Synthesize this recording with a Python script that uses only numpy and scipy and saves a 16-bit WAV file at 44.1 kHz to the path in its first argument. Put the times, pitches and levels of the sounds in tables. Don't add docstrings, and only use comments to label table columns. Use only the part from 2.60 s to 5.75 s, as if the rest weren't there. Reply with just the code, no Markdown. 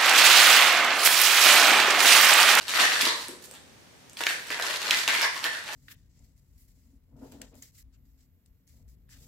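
import sys
import numpy as np
from scipy import signal
from scipy.fft import rfft, irfft, next_fast_len
from scipy.io import wavfile
from scipy.ndimage import uniform_filter1d

SR = 44100
rng = np.random.default_rng(int(sys.argv[2]) if len(sys.argv) > 2 else 0)


def volts_from_decibels(level):
    exponent = np.asarray(level, float) / 20
    return 10 ** exponent


def to_wav(sig):
    pcm = np.clip(np.atleast_2d(sig), -1, 1) * 32767
    pcm = np.round(pcm).astype(np.int16)
    wavfile.write(sys.argv[1], SR, pcm.T)


N = 138915

# start in seconds, length in seconds, effort in dB,
# brightness in dB per octave, share of the stroke spent rising.
STROKES = [(0, 0.2, -42, 1, 0.033), (0.059, 0.28, -30, 2, 0.21), (0.126, 0.21, -24, 0.5, 0.46),
           (0.255, 0.27, -28.5, 1.5, 0.37), (0.414, 0.029, -32, 8.5, 0.044),
           (0.441, 0.12, -30.5, 1.5, 0.098), (0.532, 0.3, -42, 4, 0.15), (0.798, 0.078, -51.5, 7, 0.63),
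           (0.9, 0.057, -55.5, 4, .1), (0.892, 0.13, -56, -1.5, 0.51), (1.559, 0.1, -45.5, 3.5, 0.21),
           (1.602, 0.066, -38, 2.5, .1), (1.654, 0.17, -34, 2.5, 0.028), (1.748, 0.18, -47, 2.5, 0.36),
           (1.855, 0.084, -40, 1.5, 0.33), (1.9, 0.2, -34, 0, 0.036), (1.965, 0.36, -32, 1, 0.31),
           (2.155, 0.21, -30.5, 0, 0.79), (2.31, 0.23, -32.5, 2, 0.23), (2.473, 0.24, -27.5, 0.5, 0.043),
           (2.594, 0.087, -28.5, 0.5, 0.41), (2.711, 0.17, -37.5, 2, 0.26), (2.823, 0.094, -30.5, -1, 0.14),
           (2.896, 0.2, -40, 1, 0.19), (3.009, 0.24, -36.5, 0.5, 0.39)]
# frequency in Hz, level in dB per Hz.
CLOTH_COLOUR = [(59, -49), (100, -8.5), (784, -5), (950, -2), (1250, -3.5), (1650, -4.5), (4380, -6.5),
                (14100, -24.5), (16000, -26)]
# frequency in Hz, level in dB.
CLOTH_WIDTH = [(500, -26), (1500, -6), (12000, -1)]
# start in seconds, peak in dB, pitch in Hz, send to the walls in dB.
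KNOCKS = [(.0813, -17, 3900, -3), (.1375, -15, 1900, -4), (.1605, -17, 1500, -2), (.1747, -10, 1900, -5),
          (.186, -15, 1600, -2), (.1915, -14, 1800, -3), (.2, -7, 2700, -3), (.212, -15, 4200, -2),
          (.225, -13, 2500, -3), (.2394, -11, 1600, -3), (.299, -16, 2800, -3), (.3185, -17, 2800, -3),
          (.3615, -15, 1800, -2), (.4104, -11, 3500, -3), (.4155, -13, 3900, -3), (.4218, -10, 2600, -3),
          (.4535, -11, 3800, -3), (.4615, -12, 4400, -3), (.4685, -13, 1000, 1), (.487, -18, 3900, -3),
          (.529, -21, 4300, -3), (1.5703, -24, 3000, -5), (1.6072, -18, 1400, -3), (1.6125, -22, 1000, -3),
          (1.6364, -15, 2700, -7), (1.6675, -7, 2400, -10), (1.6736, -16, 2100, -5),
          (1.6966, -19, 2600, -3), (1.707, -19, 1800, -3), (1.9042, -17, 1700, -5), (1.92, -22, 2400, -2),
          (1.991, -23, 1700, -3), (1.9978, -17, 1400, -3), (2.0238, -17, 4000, -4), (2.1598, -20, 4000, -4),
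          (2.2291, -19, 3200, -5), (2.2803, -17, 3500, -4), (2.3085, -1.5, 3200, -11),
          (2.3155, -15, 2000, 0), (2.339, -14, 2100, -1), (2.3455, -14, 3800, -3), (2.4774, -8, 3000, -4),
          (2.4866, -12, 2200, -3), (2.5503, -12, 2100, -2), (2.6112, -13.5, 2300, -3),
          (2.6332, -13, 2000, -2), (2.642, -16, 2000, -2), (2.8415, -11, 3400, -4), (2.948, -23, 1900, -2),
          (3.0889, -25, 1800, -1)]
# start in seconds, length in seconds, level in dB, pitch in Hz.
SLIDES = [(0.461, 0.39, -39, 1050), (0.194, 0.088, -34, 980), (0.464, 0.17, -27, 4300),
          (.87, 0.18, -50, 530), (.95, 0.086, -48, 3720), (1.69, 0.18, -38, 1650), (2.027, .06, -35, 1050),
          (2.313, 0.068, -25, 2220), (2.482, 0.1, -21, 2270), (2.621, 0.085, -26.5, 5370),
          (2.628, 0.16, -28, 1150), (2.758, 0.13, -36, 1150), (2.849, 0.095, -26, 1880),
          (3.087, 0.057, -32, 875)]
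# start in seconds, peak in dB, pitch in Hz.
TICKS = [(.628, -27, 3500), (.6839, -20, 8300), (.8258, -38, 7000), (.8408, -32, 8400), (.8583, -32, 7900),
         (.9123, -25, 8200), (.9387, -30.5, 7400), (.9435, -34, 3000), (.9514, -30, 3500),
         (1.4974, -30.5, 6500), (1.533, -33.5, 8500), (1.5775, -31, 3200), (1.698, -22, 8000),
         (1.8314, -30, 2600), (1.8708, -28, 8000), (1.9985, -20, 3200), (2.0595, -24, 4800),
         (2.107, -24, 7000), (2.12, -22, 5500), (2.1705, -25, 4000), (2.2181, -19.5, 6000),
         (2.3724, -15.5, 6000), (2.401, -18, 7500), (2.6173, -10, 5000), (2.7635, -21, 5600),
         (2.8283, -21.5, 1500), (2.8483, -16, 2300), (2.859, -19, 1900), (2.97, -30, 6000),
         (3.0395, -28, 2800), (3.1332, -21.5, 6300), (3.143, -21.5, 1600), (2.479, -14, 4200),
         (2.8425, -17, 6400)]
# start in seconds, peak in dB, pitch in Hz,
# time to ring down 60 dB in seconds.
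BUMPS = [
    (0.43, -25.5, 255, 0.049),
    (0.468, -26, 333, 0.04),
    (0.688, -31.5, 350, 0.054),
    (0.728, -38, 366, 0.041),
    (1.605, -33.5, 432, 0.03),
    (1.665, -30, 495, 0.024),
    (1.904, -34, 443, 0.028),
    (1.994, -28, 690, 0.03),
    (2.078, -35.5, 583, 0.046),
    (2.285, -37, 345, 0.035),
]
NEAR_ECHOES = (.0007, .0011, .0019, .0024, .0033, .0046)
# frequency in Hz, time to fall 60 dB in seconds.
WALLS_T60 = [(200, 0.88), (600, 0.55), (1750, 0.5), (4500, 0.47), (9000, 0.46), (15000, 0.18)]
# frequency in Hz, gain in dB.
WALLS_COLOUR = [(200, -15.5), (600, -3), (1200, -6), (1800, 4), (2600, -3), (5000, -2), (12000, 0.5)]
# frequency in Hz, likeness from 0 to 1.
WALLS_SAME = [(100, 1), (300, 1), (700, 0.63), (1500, 0.034), (5000, 0.011)]
# frequency in Hz, level in dB per Hz.
HISS_COLOUR = [(15, -51), (25, -16.5), (80, 0), (236, -1.5), (317, -3.5), (1440, -11), (1650, -10),
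               (6050, -15), (16000, -29)]
# frequency in Hz, likeness from 0 to 1.
HISS_SAME = [(60, 0.31), (250, 0.42), (600, 0.033)]
# frequency in Hz, gain in dB.
MIC = [(120, -23), (260, -6.5), (400, -1)]
# frequency in Hz, left minus right in dB.
PORTS = [(60, 1.5), (180, -0.5), (550, 1.5), (1650, 0.0), (4970, -0.5), (15000, -3.5)]
# frequency in Hz, gain in dB.
BAND_EDGE = [(15600, -0.5), (15950, -37), (16100, -36)]

FADE_DB = -33


def evened(x):
    return x / np.sqrt(np.mean(x ** 2) + 1e-20)


def peaked(x, db):
    return volts_from_decibels(db) * x / abs(x).max()


def read(points, hz):
    f, value = np.transpose(points)
    return np.interp(np.log(hz + 1), np.log(f + 1), value)


def coloured(x, points, scale=1):
    size = next_fast_len(x.shape[-1] + 4096)
    gain = volts_from_decibels(scale * read(points, np.fft.rfftfreq(size, 1 / SR)))
    return irfft(rfft(x, size) * gain, size)[..., :N]


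def drift(seconds):
    size = max(int(seconds * SR), 2)
    once = uniform_filter1d(rng.standard_normal(N), size)
    return evened(uniform_filter1d(once, size))


def add(mix, s, sound):
    part = mix[round(s * SR):][:len(sound)]
    part += sound[:len(part)]


def ring(hz, t60, t, phase=0):
    return volts_from_decibels(-60 * t / t60) * np.sin(2 * np.pi * hz * t + phase)


def likened(a, b, same):
    return np.array([a, same * a + np.sqrt(1 - same ** 2) * b])


def crackles():
    snaps_per_s, spread_db, strongest = 1800, 4, 3.2
    chance = snaps_per_s / SR * volts_from_decibels(5.5 * drift(0.015))
    strength = volts_from_decibels(spread_db * np.minimum(rng.exponential(1, N), strongest))
    snaps = strength * (rng.random(N) < chance)
    kind = rng.integers(0, 24, N)
    fade = volts_from_decibels(-60 * np.arange(160) / SR / 0.0069)
    shapes = uniform_filter1d(rng.standard_normal((24, 160)), size=2) * fade
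    out = np.zeros(N)
    for k, shape in enumerate(shapes):
        out += signal.oaconvolve(snaps * (kind == k), shape)[:N]
    return evened(out)


def cloth():
    crackle_db, rub_db, tilt_hz = -5, -6.5, 2810
    crackle = crackles()
    rub = rng.standard_normal(N) * volts_from_decibels(0.24 * drift(0.024) + 3.9 * drift(0.0024))
    both = evened(coloured(volts_from_decibels(crackle_db) * crackle + volts_from_decibels(rub_db) * evened(rub), CLOTH_COLOUR))
    out = np.zeros(N)
    for s, length, db, tilt_db, rising in STROKES:
        part = both[round(s * SR):][:int(length * SR)]
        u = np.arange(len(part)) / SR / length
        top = np.clip(rising, 0.02, 0.9)
        rise = np.sin(np.pi / 2 * u / top) ** 2
        fall = volts_from_decibels(FADE_DB * ((u - top) / (1 - top)) ** 2)
        tilt = [(tilt_hz / 8, -3 * tilt_db), (tilt_hz * 8, 3 * tilt_db)]
        bright = coloured(part, tilt)[:len(part)]
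        add(out, s, volts_from_decibels(db) * np.where(u < top, rise, fall) * bright)
    return out


def knocks():
    hold_s, t60_s = 0.0014, 0.0045
    hollow_hz, hollow_db = 1850, -10
    ratios = (0.8, 1, 1.25, 1.55, 1.95, 2.5)
    near, far = np.zeros((2, N))
    t = np.arange(900) / SR
    after = np.maximum(t - hold_s, 0)
    chances = rng.random((len(KNOCKS), 13))
    noises = rng.standard_normal((len(KNOCKS), 900))
    for (s, db, hz, send_db), chance, noise in zip(KNOCKS, chances, noises):
        modes = 0
        for r, detune, phase in zip(ratios, chance[:6], chance[6:]):
            decay = volts_from_decibels(-11 * abs(np.log2(r)) - 60 * after * np.sqrt(r) / t60_s)
            pitch = hz * r * (0.8814 + 0.25 * detune)
            modes = modes + decay * np.sin(2 * np.pi * pitch * t + phase)
        crack = volts_from_decibels(-24.5) * noise * volts_from_decibels(-60 * after / 0.0074)
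        onset = np.minimum(t / 0.00018, 1)
        hit = peaked((peaked(modes, 0) + crack) * onset, db)
        hollow = volts_from_decibels(db + hollow_db) * ring(hollow_hz * (0.87 + 0.11 * chance[-1]), 0.0051, t)
        add(near, s, hit)
        add(far, s, volts_from_decibels(send_db) * (hit + hollow))
    return near, far


def slides():
    out = np.zeros(N)
    for s, length, db, hz in SLIDES:
        u = np.arange(0, length, 1 / SR) / length
        band = signal.butter(1, [hz * 0.91, hz * 0.993], "band", fs=SR, output="sos")
        scrape = evened(signal.sosfilt(band, rng.standard_normal(SR)))[:len(u)]
        add(out, s, volts_from_decibels(db + FADE_DB * u) * np.minimum(u * 10, 1) * scrape)
    return out


def ticks():
    out, t = np.zeros(N), np.arange(400) / SR
    for s, db, hz in TICKS:
        grit = 0.35 * rng.standard_normal(400) * volts_from_decibels(-60 * t / 0.004)
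        add(out, s, peaked(ring(hz, 0.0018, t) + grit, db))
    return out


def bumps():
    out, t = np.zeros(N), np.arange(6000) / SR
    for s, db, hz, t60 in BUMPS:
        upper = 0.6 * ring(hz * 1.35, 0.8 * t60, t)
        lower = 0.6 * ring(hz * 0.76, 1.5 * t60, t)
        thud = ring(hz, t60, t) + upper + lower
        add(out, s, peaked(thud * np.minimum(t / 0.0031, 1), db))
    return out


def nearby(x):
    taps = np.zeros((2, 400))
    taps[:, 0] = 1
    for k, s in enumerate(NEAR_ECHOES):
        taps[k % 2, round(s * SR)] = volts_from_decibels(-14) * (-1) ** (k // 2)
    return signal.oaconvolve(x[None], taps, axes=1)[:, :N]


def wall_tail():
    gap, spacing = 260, 20
    taps = np.zeros((2, SR))
    slots = np.arange(gap, SR - spacing, spacing)
    at = slots + rng.integers(0, spacing, (2, len(slots)))
    np.put_along_axis(taps, at, rng.choice([-1., 1.], at.shape), 1)
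    hz, t, z = signal.stft(taps, SR, nperseg=256)
    same = np.clip(read(WALLS_SAME, hz), 0, 1)[:, None]
    decay = volts_from_decibels(-60 * t / read(WALLS_T60, hz)[:, None])
    tail = signal.istft(likened(z[0], z[1], same) * decay, SR, nperseg=256)[1]
    return tail / np.linalg.norm(tail[0])


def walls(x):
    shift_s = 0.035
    out, turn = 0, np.arange(N) / SR / shift_s
    for k in range(3):
        share = np.cos(np.pi / 2 * np.minimum(abs((turn - k) % 3 - 1), 1))
        out = out + signal.fftconvolve((x * share)[None], wall_tail(), axes=1)
    return coloured(out, WALLS_COLOUR)


def hiss():
    a, b = rfft(rng.standard_normal((2, N)))
    same = np.clip(read(HISS_SAME, np.fft.rfftfreq(N, 1 / SR)), 0, 1)
    pair = irfft(likened(a, b, same), N)
    return volts_from_decibels(-62 + 8.5) * evened(coloured(pair, HISS_COLOUR))


def scene():
    knock, far_knock = knocks()
    rubbing = volts_from_decibels(-0.5) * cloth() + slides()
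    bump, tick = bumps(), ticks()
    to_walls = rubbing + volts_from_decibels(1.5) * bump + volts_from_decibels(-0.5) * tick + volts_from_decibels(5) * far_knock
    close = nearby(rubbing + bump + tick + knock)
    wide = coloured(rubbing * drift(0.002), CLOTH_WIDTH) * [[1], [-1]]
    return volts_from_decibels(0.57) * coloured(close + wide + walls(to_walls), MIC) + hiss()


def band_limit(x):
    return signal.sosfilt(signal.butter(12, 16510, fs=SR, output="sos"), x)


def record(dry):
    left = coloured(dry[0], PORTS, 0.5)
    right = coloured(dry[1], PORTS, -0.5)
    return band_limit(coloured(np.array([left, right]), BAND_EDGE))


dry = scene()
out = record(dry)
to_wav(out)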